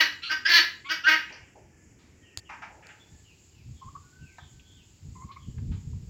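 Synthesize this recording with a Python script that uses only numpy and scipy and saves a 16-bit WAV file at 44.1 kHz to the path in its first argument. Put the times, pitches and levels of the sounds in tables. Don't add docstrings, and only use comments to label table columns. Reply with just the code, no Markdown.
import sys
import numpy as np
from scipy import signal
from scipy.fft import rfft, irfft, next_fast_len
from scipy.io import wavfile
from scipy.ndimage import uniform_filter1d

SR = 44100
rng = np.random.default_rng(int(sys.argv[2]) if len(sys.argv) > 2 else 0)


def transcribe(signal):
    frames = np.atleast_2d(signal).T
    limited = np.clip(frames, -1, 1)
    pcm = np.round(limited * 32767).astype(np.int16)
    wavfile.write(sys.argv[1], SR, pcm)


N = 268569
T = np.arange(N) / SR

# f/Hz, level/dB
GARDEN_EQ = [(90, -33.5), (150, -1.5), (339, -0.5), (562, -13.5), (861, -16.5), (1100, -21.5),
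             (2230, -13.5), (2930, -21.5), (3920, -36), (4940, -23), (6000, -20), (8350, -35), (15500, -39)]
YARD_EQ = [(90, -41), (150, -4.5), (366, -6), (573, -19), (861, -18), (1320, -22.5), (2460, -18.5),
           (3920, -20.5), (4660, -17), (6000, -20), (9380, -39), (10700, -34.5), (15500, -33)]
INSECT_EQ = [(5800, -25.5), (6600, -0.5), (7300, 1.5), (7750, -4), (8300, -23.5)]
WIND_EQ = [(12, -57.5), (20, -23), (81, 1), (140, -6), (236, -19), (404, -38), (441, -31), (475, -42),
           (700, -55.5), (910, -83), (1540, -120)]
# t/s, level/dB
BREEZE_FADER = [(0, -62), (3.4, -61), (4.6, -59.5), (5.0, -61.5), (5.4, -53), (5.65, -36), (6.09, -41)]
# crest t/s, length/s, level/dB
WIND_GUSTS = [(3.139, 0.077, -49), (3.659, 0.31, -52.5), (3.709, 0.15, -42.5), (3.872, 0.059, -43.5),
              (3.98, 0.18, -52.5), (4.235, 0.1, -45), (4.442, 0.097, -49.5), (4.55, .1, -51.5),
              (4.73, 0.05, -56), (5.084, 0.16, -41.5), (5.178, .1, -46), (5.253, 0.029, -34.5),
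              (5.491, 0.041, -35.5), (5.63, 0.19, -35), (5.736, 0.14, -34), (5.952, 0.091, -35.5)]
# t/s, length/s, time to crest/s, pitch/Hz,
# level/dB, brightness/dB, throat resonance/Hz, beak resonance/Hz, presence around 4 kHz/dB
RASPS = [(-.08, 0.13, 0.073, 320.5, -17.5, 2.5, 1880, 4420, 4.5),
         (.292, 0.059, .035, 316, -25.5, 1.5, 1500, 4750, -7.5),
         (.458, .16, 0.11, 345.7, -18.5, 3.5, 1874, 4460, 7.5),
         (.888, .064, .038, 322, -26.5, 3.5, 1480, 4624, -9),
         (1.06, .126, .029, 319.1, -19.5, -2, 2071, 4510, -0.5)]
# f/Hz, level/dB
THROAT_EQ = [(250, -11.5), (330, -17), (650, -18), (1000, -10.5), (1350, -7.5), (1750, 4), (2500, -8),
             (3400, -10.5), (4500, -14), (5200, -10.5), (6000, -20), (7200, -34.5), (9300, -48),
             (11500, -32.5), (15500, -28)]
# f/Hz, width/Hz, lift/dB
CACKLE_PEAKS = [(2080, 130, -1.5), (2099, 110, 2), (2530, 240, 6.5), (2930, 110, 12.5), (3360, 76, 6.5),
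                (3960, 34, 15), (5720, 200, 5.5)]
# t/s, length/s, rise/s, first f/Hz, top f/Hz,
# level/dB, ducking under the rasp/dB, second partial/dB, third partial/dB, scratch/0-1
SQUEAL_NOTES = [(.218, 0.096, .02, 1320, 1392, -45.5, 0.5, 4, 5, 0.7),
                (.29, 0.05, 0.024, 1575, 1540, -28, -13, -19, -13, 1),
                (.449, 0.1, 0.017, 1598, 1655, -18, -18.5, -18, -9, 0.85),
                (.843, 0.044, 0.02, 1060, 1128, -46.5, 2.5, -0.5, -5.5, 0.2),
                (.886, .062, .022, 1420, 1500, -30, -11, -9.5, -11, 0.5),
                (1.036, .13, .036, 1378, 1556, -18, -25, -19, -21, 0.39)]
# delay/s, level/dB
SLAP_ECHOES = [(.019, -17), (.052, -21)]
# t/s, level/dB, low edge/Hz, high edge/Hz, t60/s
SCUFF_HITS = [(1.288, -46, 1498, 2952, 0.64), (1.301, -54, 272, 1191, 0.48), (1.321, -51, 4303, 6000, 0.27),
              (1.551, -53.5, 318, 850, 0.36), (1.985, -65.5, 904, 4974, 0.99),
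              (2.49, -41.5, 713, 2400, 0.38), (2.617, -41, 680, 2440, 0.3), (2.7, -58.5, 401, 904, 1.4),
              (2.822, -54, 1360, 2730, 0.83), (2.886, -49.5, 1330, 3000, 0.25),
              (5.313, -55, 1790, 4430, 0.19), (5.713, -56, 800, 4025, 0.29)]
# t/s, level/dB, low edge/Hz, high edge/Hz
TAP_HITS = [(4.383, -40.5, 692, 1900), (4.595, -52.5, 2200, 3500), (5.581, -55.5, 696, 2630),
            (5.931, -62, 846, 1200)]
# t/s, length/s, first f/Hz, last f/Hz, level/dB
BIRD_WHISTLES = [(1.717, 0.074, 1758, 1710, -65.5), (2.198, 0.2, 1883, 1800, -61.5),
                 (2.995, .029, 3290, 3330, -53), (3.08, 0.11, 1752, 1700, -69.5),
                 (4.016, .29, 1440, 1564, -61), (4.4, .5, 1546, 1505, -76.5),
                 (4.618, 0.19, 3247, 3526, -59.5)]
# t/s, length/s, first f/Hz, level/dB
BIRD_CHIRPS = [(2.221, 0.108, 3210, -56.5), (2.445, 0.096, 3055, -52.5), (3.238, .1, 3080, -56.5),
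               (3.51, 0.12, 3100, -63), (3.751, .07, 3614, -60.5), (4.2, 0.15, 3000, -57.5),
               (4.372, 0.088, 3860, -55.5), (4.741, 0.095, 3394, -58.5), (5.397, 0.07, 3466, -60)]
# t/s, strike level/dB
CLICK_HITS = [(2.3741, -22), (2.8697, -42.5)]
# f/Hz, level/dB, t60/s
CLICK_RING = [(2670, -51, 0.0041), (4700, 4.5, 0.0039), (6780, -1, 0.0052), (12970, -18, .001)]
# t/s, length/s, pitch/Hz, level/dB, octave partial/dB
TURKEY_YELPS = [(3.812, 0.083, 1063, -44.5, -32), (3.949, .019, 1073, -37, -39),
                (5.151, .095, 1034, -48, -20), (5.285, 0.034, 1059, -44.5, -18),
                (5.358, 0.02, 1046, -44, -11)]


def from_db(db):
    return 10 ** (np.asarray(db) / 20)


def rms_one(x):
    return x / np.sqrt(np.mean(x ** 2) + 1e-20)


def ramp(t, length):
    return np.clip(t / length, 0, 1)


def drift(rate_hz):
    r = np.exp(-2 * np.pi * rate_hz / SR)
    return rms_one(signal.lfilter([1], [1, -2 * r, r * r], rng.standard_normal(N + SR))[SR:])


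def phase_of(hz):
    return 2 * np.pi * np.cumsum(hz) / SR


def latest(rows):
    rows = np.array(rows)
    starts = rows[:, 0]
    lengths = np.minimum(rows[:, 1], np.diff(starts, append=np.inf))
    cue = np.maximum(np.searchsorted(starts, T, "right") - 1, 0)
    return [T - starts[cue], lengths[cue], *rows[cue, 2:].T]


def band(x, low_hz, high_hz, order=2):
    edges = [low_hz, np.clip(high_hz, low_hz * 1.1, SR * .45)]
    return signal.sosfilt(signal.butter(order, edges, "band", fs=SR, output="sos"), x)


def colour(x, eq):
    hz, db = np.transpose(eq)
    size = next_fast_len(N)
    f = np.maximum(np.fft.rfftfreq(size, 1 / SR), 1)
    gain = from_db(np.interp(np.log(f), np.log(hz), db))
    roll_off = np.minimum(1, np.minimum(f / hz[0], hz[-1] / f)) ** 3
    return rms_one(irfft(rfft(x, size) * gain * roll_off, size)[:N])


def resonate(x, hz, width_hz):
    r = np.exp(-np.pi * width_hz / SR)
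    feedback = [1, -2 * r * np.cos(2 * np.pi * hz / SR), r * r]
    return signal.lfilter((1 - r * r) / 2 * np.array([1, 0, -1]), feedback, x)


def glide_resonate(x, hz, width_hz):
    turn, r = np.exp(1j * phase_of(hz)), np.exp(-np.pi * width_hz / SR)
    return 2 * np.real(turn * signal.lfilter([1 - r], [1, -r], x / turn))


def in_yard(midpoint_s=2.91, fade_s=.5):
    return np.clip((T - midpoint_s) / fade_s + .5, 0, 1)


def outdoors(garden_db=-61.5, yard_db=-64):
    garden = from_db(garden_db) * colour(rng.standard_normal(N), GARDEN_EQ)
    yard = from_db(yard_db) * colour(rng.standard_normal(N), YARD_EQ)
    return np.sqrt(1 - in_yard()) * garden + np.sqrt(in_yard()) * yard


def insects(garden_db=-71, yard_db=-66, throb_db=1.5, period_s=.331, crest_s=4.15, waver_db=2.2):
    db = garden_db + (yard_db - garden_db) * in_yard()
    throb = np.cos(2 * np.pi * (T - crest_s) / period_s)
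    return from_db(db + throb_db * throb + waver_db * drift(6)) * colour(rng.standard_normal(N), INSECT_EQ)


def wind(evenness=.94, flutter_db=3):
    eddies = colour(rng.standard_normal(N), WIND_EQ)
    eddy_power = uniform_filter1d(eddies ** 2, size=SR // 20) + 1e-6
    compressed = rms_one(eddies / eddy_power ** (evenness / 2))
    breeze_db = np.interp(T, *np.transpose(BREEZE_FADER))
    power = from_db(breeze_db + flutter_db * drift(14)) ** 2
    for crest, length, db in WIND_GUSTS:
        bell = np.cos(np.pi * np.clip((T - crest) / length, -.5, .5))
        power += (from_db(db) * bell) ** 2
    return np.sqrt(power) * compressed


def rasp_source(hz, rough, jitter=.02, wander=.014, shimmer=.55, breath_db=-5):
    phase = phase_of(hz * (1 + jitter * rough * drift(150) + wander * drift(25)))
    samples_since_pulse = np.mod(phase / (2 * np.pi), 1) * SR / hz
    pulses = np.sinc(samples_since_pulse - 2) * (samples_since_pulse < 4)
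    pulses = rms_one(pulses - pulses.mean()) * (1 + shimmer * rough * drift(120))
    breath = band(rng.standard_normal(N), 900, 18000, order=1)
    puffs = rms_one(breath * (1 + .5 * np.cos(phase - 1)))
    return pulses + from_db(breath_db) * rough * puffs, phase


def rasp(attack_s=.034, release_s=.033, swell_db_per_s=85.5, sag_db_per_s=116.5):
    t, length, crest, pitch_hz, level_db, bright_db, throat_hz, beak_hz, presence_db = latest(RASPS)
    t = np.minimum(t, length)
    gate = ramp(t, attack_s) * ramp(length - t, release_s)
    effort_db = -np.maximum(swell_db_per_s * (crest - t), sag_db_per_s * (t - crest))
    db = level_db + effort_db
    scoop = .05 * np.exp(-t / .022)
    droop = 3.9 * np.maximum(t - .66 * length, 0)
    rough = 1 - .5 * ramp(np.minimum(t, length - t), .055)
    pulses, phase = rasp_source(pitch_hz * (1 - scoop - droop), rough)
    voice = colour(pulses, THROAT_EQ)
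    voice += sum((from_db(lift) - 1) * resonate(voice, hz, width) for hz, width, lift in CACKLE_PEAKS)
    voice += from_db(-2) * glide_resonate(voice, throat_hz * (1 - scoop), width_hz=220)
    voice += (from_db(presence_db + .62 * effort_db) - 1) * resonate(voice, 4000, width_hz=900)
    voice = scatter(voice * ramp(T, .002), spread_s=.012)
    body = signal.sosfiltfilt(signal.butter(4, 3500, fs=SR, output="sos"), voice)
    treble = voice - body
    treble += from_db(13) * glide_resonate(treble, beak_hz * (1 + scoop), width_hz=110)
    sizzle = signal.sosfiltfilt(signal.butter(4, 8000, "high", fs=SR, output="sos"), treble)
    sizzle_db = np.interp(db, [-40, -22], [-9, 1])
    treble += sizzle * (from_db(sizzle_db) * gate - 1)
    treble *= from_db(bright_db + .56 * effort_db)
    body_rms = np.sqrt(uniform_filter1d(body ** 2, size=SR // 50) + 1e-9)
    return gate * from_db(db) * (body + treble) / body_rms, phase


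def scatter(x, spread_s):
    size = next_fast_len(N + SR // 8)
    f = np.fft.rfftfreq(size, 1 / SR)
    knots_hz = np.linspace(0, SR / 2, 160)
    delay = np.interp(f, knots_hz, spread_s * rng.random(len(knots_hz)))
    return irfft(rfft(x, size) * np.exp(-2j * np.pi * np.cumsum(delay) * f[1]), size)[:N]


def slapback(x):
    return sum(from_db(db) * np.interp(T - delay, T, x, left=0) for delay, db in SLAP_ECHOES)


def reverb(x, t60, treble_t60, predelay_s):
    t = T[:SR]
    white = rng.standard_normal(SR)
    lows = band(white, 150, 2800) * from_db(-60 * t / t60)
    highs = band(white[::-1], 4000, 15000) * from_db(-60 * t / treble_t60)
    tail = (lows + highs) * ramp(t - predelay_s, predelay_s)
    return signal.fftconvolve(x, tail / np.sqrt(SR * t60 / (2 * np.log(1000))))[:N]


def squeal(rasp_phase, jitter=.011, throb=.32, pull=.22, duck_s=.026, release_s=.008):
    t, length, rise, first_hz, top_hz, level_db, duck_db, second_db, third_db, scratch = latest(SQUEAL_NOTES)
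    risen = ramp(t, rise)
    gate = risen ** 1.1 * ramp(length - t, release_s)
    ducked = 1 - np.exp(-np.maximum(t - rise, 0) / duck_s)
    db = level_db + duck_db * ducked
    croak = np.interp(db, [-52, -25], [1.7, 1])
    shake = np.maximum(croak * risen, 2.5 * ducked)
    hz = first_hz + (top_hz - first_hz) * risen ** 2
    phase = phase_of(hz * (1 + jitter * shake * drift(270))) + pull * np.sin(rasp_phase)
    first, second, third, fourth = (np.sin(k * phase) for k in (1, 2, 3, 4))
    hoarse = rms_one(band(rng.standard_normal(N), 2500, 3400) * from_db(4 * drift(120)))
    octave = np.sqrt(1 - scratch ** 2) * (second + from_db(-16.5) * fourth) + scratch * hoarse
    lead_db = 580.5 * rise * (1 - risen)
    tone = first + from_db(second_db + lead_db) * octave + from_db(third_db) * third
    tremolo = 1 + throb * np.cos(rasp_phase)
    return np.sqrt(2) * gate * from_db(db + croak * drift(150)) * tone * tremolo


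def scuffs(grain_db=3.5, hiss_db=-21, scuff_rise_s=.008, tap_rise_s=.001, tap_t60=.055):
    out = np.zeros(N)
    bursts = [(*row, scuff_rise_s) for row in SCUFF_HITS]
    bursts += [(*row, tap_t60, tap_rise_s) for row in TAP_HITS]
    for start, db, low_hz, high_hz, t60, rise in bursts:
        at = int(start * SR)
        t = T[:min(SR // 2, N - at)]
        grit = rng.standard_normal(len(t)) * from_db(grain_db * rng.standard_normal(len(t)))
        envelope = ramp(t, rise) * from_db(-60 * np.maximum(t - rise, 0) / t60)
        scrape = rms_one(band(grit, low_hz, high_hz, order=4))
        hiss = from_db(hiss_db) * rms_one(band(grit, 4600, 6350))
        out[at:at + len(t)] += from_db(db) * envelope * (scrape + hiss)
    return out + resonate(out, 886, width_hz=138.6)


def far_birds(waver=.036, fall_octaves_per_s=4):
    out, quaver = np.zeros(N), waver * drift(190)
    chirps = [(start, length, hz, hz / 2 ** (fall_octaves_per_s * length), db)
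              for start, length, hz, db in BIRD_CHIRPS]
    for start, length, first_hz, last_hz, db in BIRD_WHISTLES + chirps:
        on = (T >= start) & (T < start + length)
        progress = (T[on] - start) / length
        hz = first_hz + (last_hz - first_hz) * progress
        hz *= 1 + quaver[on] * (first_hz / 3000) ** 1.7
        out[on] += from_db(db) * np.sqrt(2 * np.sin(np.pi * progress)) * np.sin(phase_of(hz))
    return out


def clicks(rub_db=-39, rub_s=.029, thump_db=-15, thump_hz=95.2, thump_t60=.13):
    strikes, t = np.zeros(N), T[:SR // 8]
    for start, db in CLICK_HITS:
        strikes[int(start * SR)] = from_db(db)
    contact = from_db(rub_db) * rng.standard_normal(len(t)) * np.sin(np.pi * ramp(t, rub_s))
    contact[0] = 1
    ring = sum(from_db(db - 60 * t / t60) * np.sin(2 * np.pi * hz * t) for hz, db, t60 in CLICK_RING)
    thump = from_db(thump_db - 60 * t / thump_t60) * np.sin(2 * np.pi * thump_hz * t)
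    click = signal.fftconvolve(contact, ring)[:len(t)] + thump
    return signal.fftconvolve(strikes, click)[:N]


def turkey(attack_s=.012, release_s=.0049, jitter=.022, shimmer_db=2, flick_hz=157, flick_s=.0061):
    t, length, pitch_hz, db, octave_db = latest(TURKEY_YELPS)
    t = np.minimum(t, length)
    gate = ramp(t, attack_s) * ramp(length - t, release_s)
    dip_db = 92.5 * length * np.sin(np.pi * t / length) ** 4
    hz = pitch_hz - 4 * dip_db + flick_hz * np.exp((t - length) / flick_s)
    phase = phase_of(hz * (1 + jitter * drift(200)))
    tone = np.sin(phase) + from_db(octave_db) * np.sin(2 * phase)
    return np.sqrt(2) * gate * from_db(db - dip_db + shimmer_db * drift(130)) * tone


def scene():
    buzz, rasp_phase = rasp()
    guineafowl = buzz + squeal(rasp_phase)
    grit = scuffs()
    yelps = turkey()
    send = from_db(.5) * guineafowl + from_db(-5) * grit + from_db(-8) * yelps
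    wet = reverb(send, t60=.37, treble_t60=.32, predelay_s=.0016)
    near = guineafowl + slapback(guineafowl) + grit + yelps + wet
    birds = far_birds()
    far = from_db(-8) * birds + from_db(-2) * reverb(birds, t60=.54, treble_t60=.43, predelay_s=.0034)
    return (near + far + clicks() + wind() + outdoors() + insects())[None]


def record(dry):
    return signal.sosfilt(signal.ellip(10, .1, 80, 15800, fs=SR, output="sos"), dry)


dry = scene()
out = record(dry)
transcribe(out)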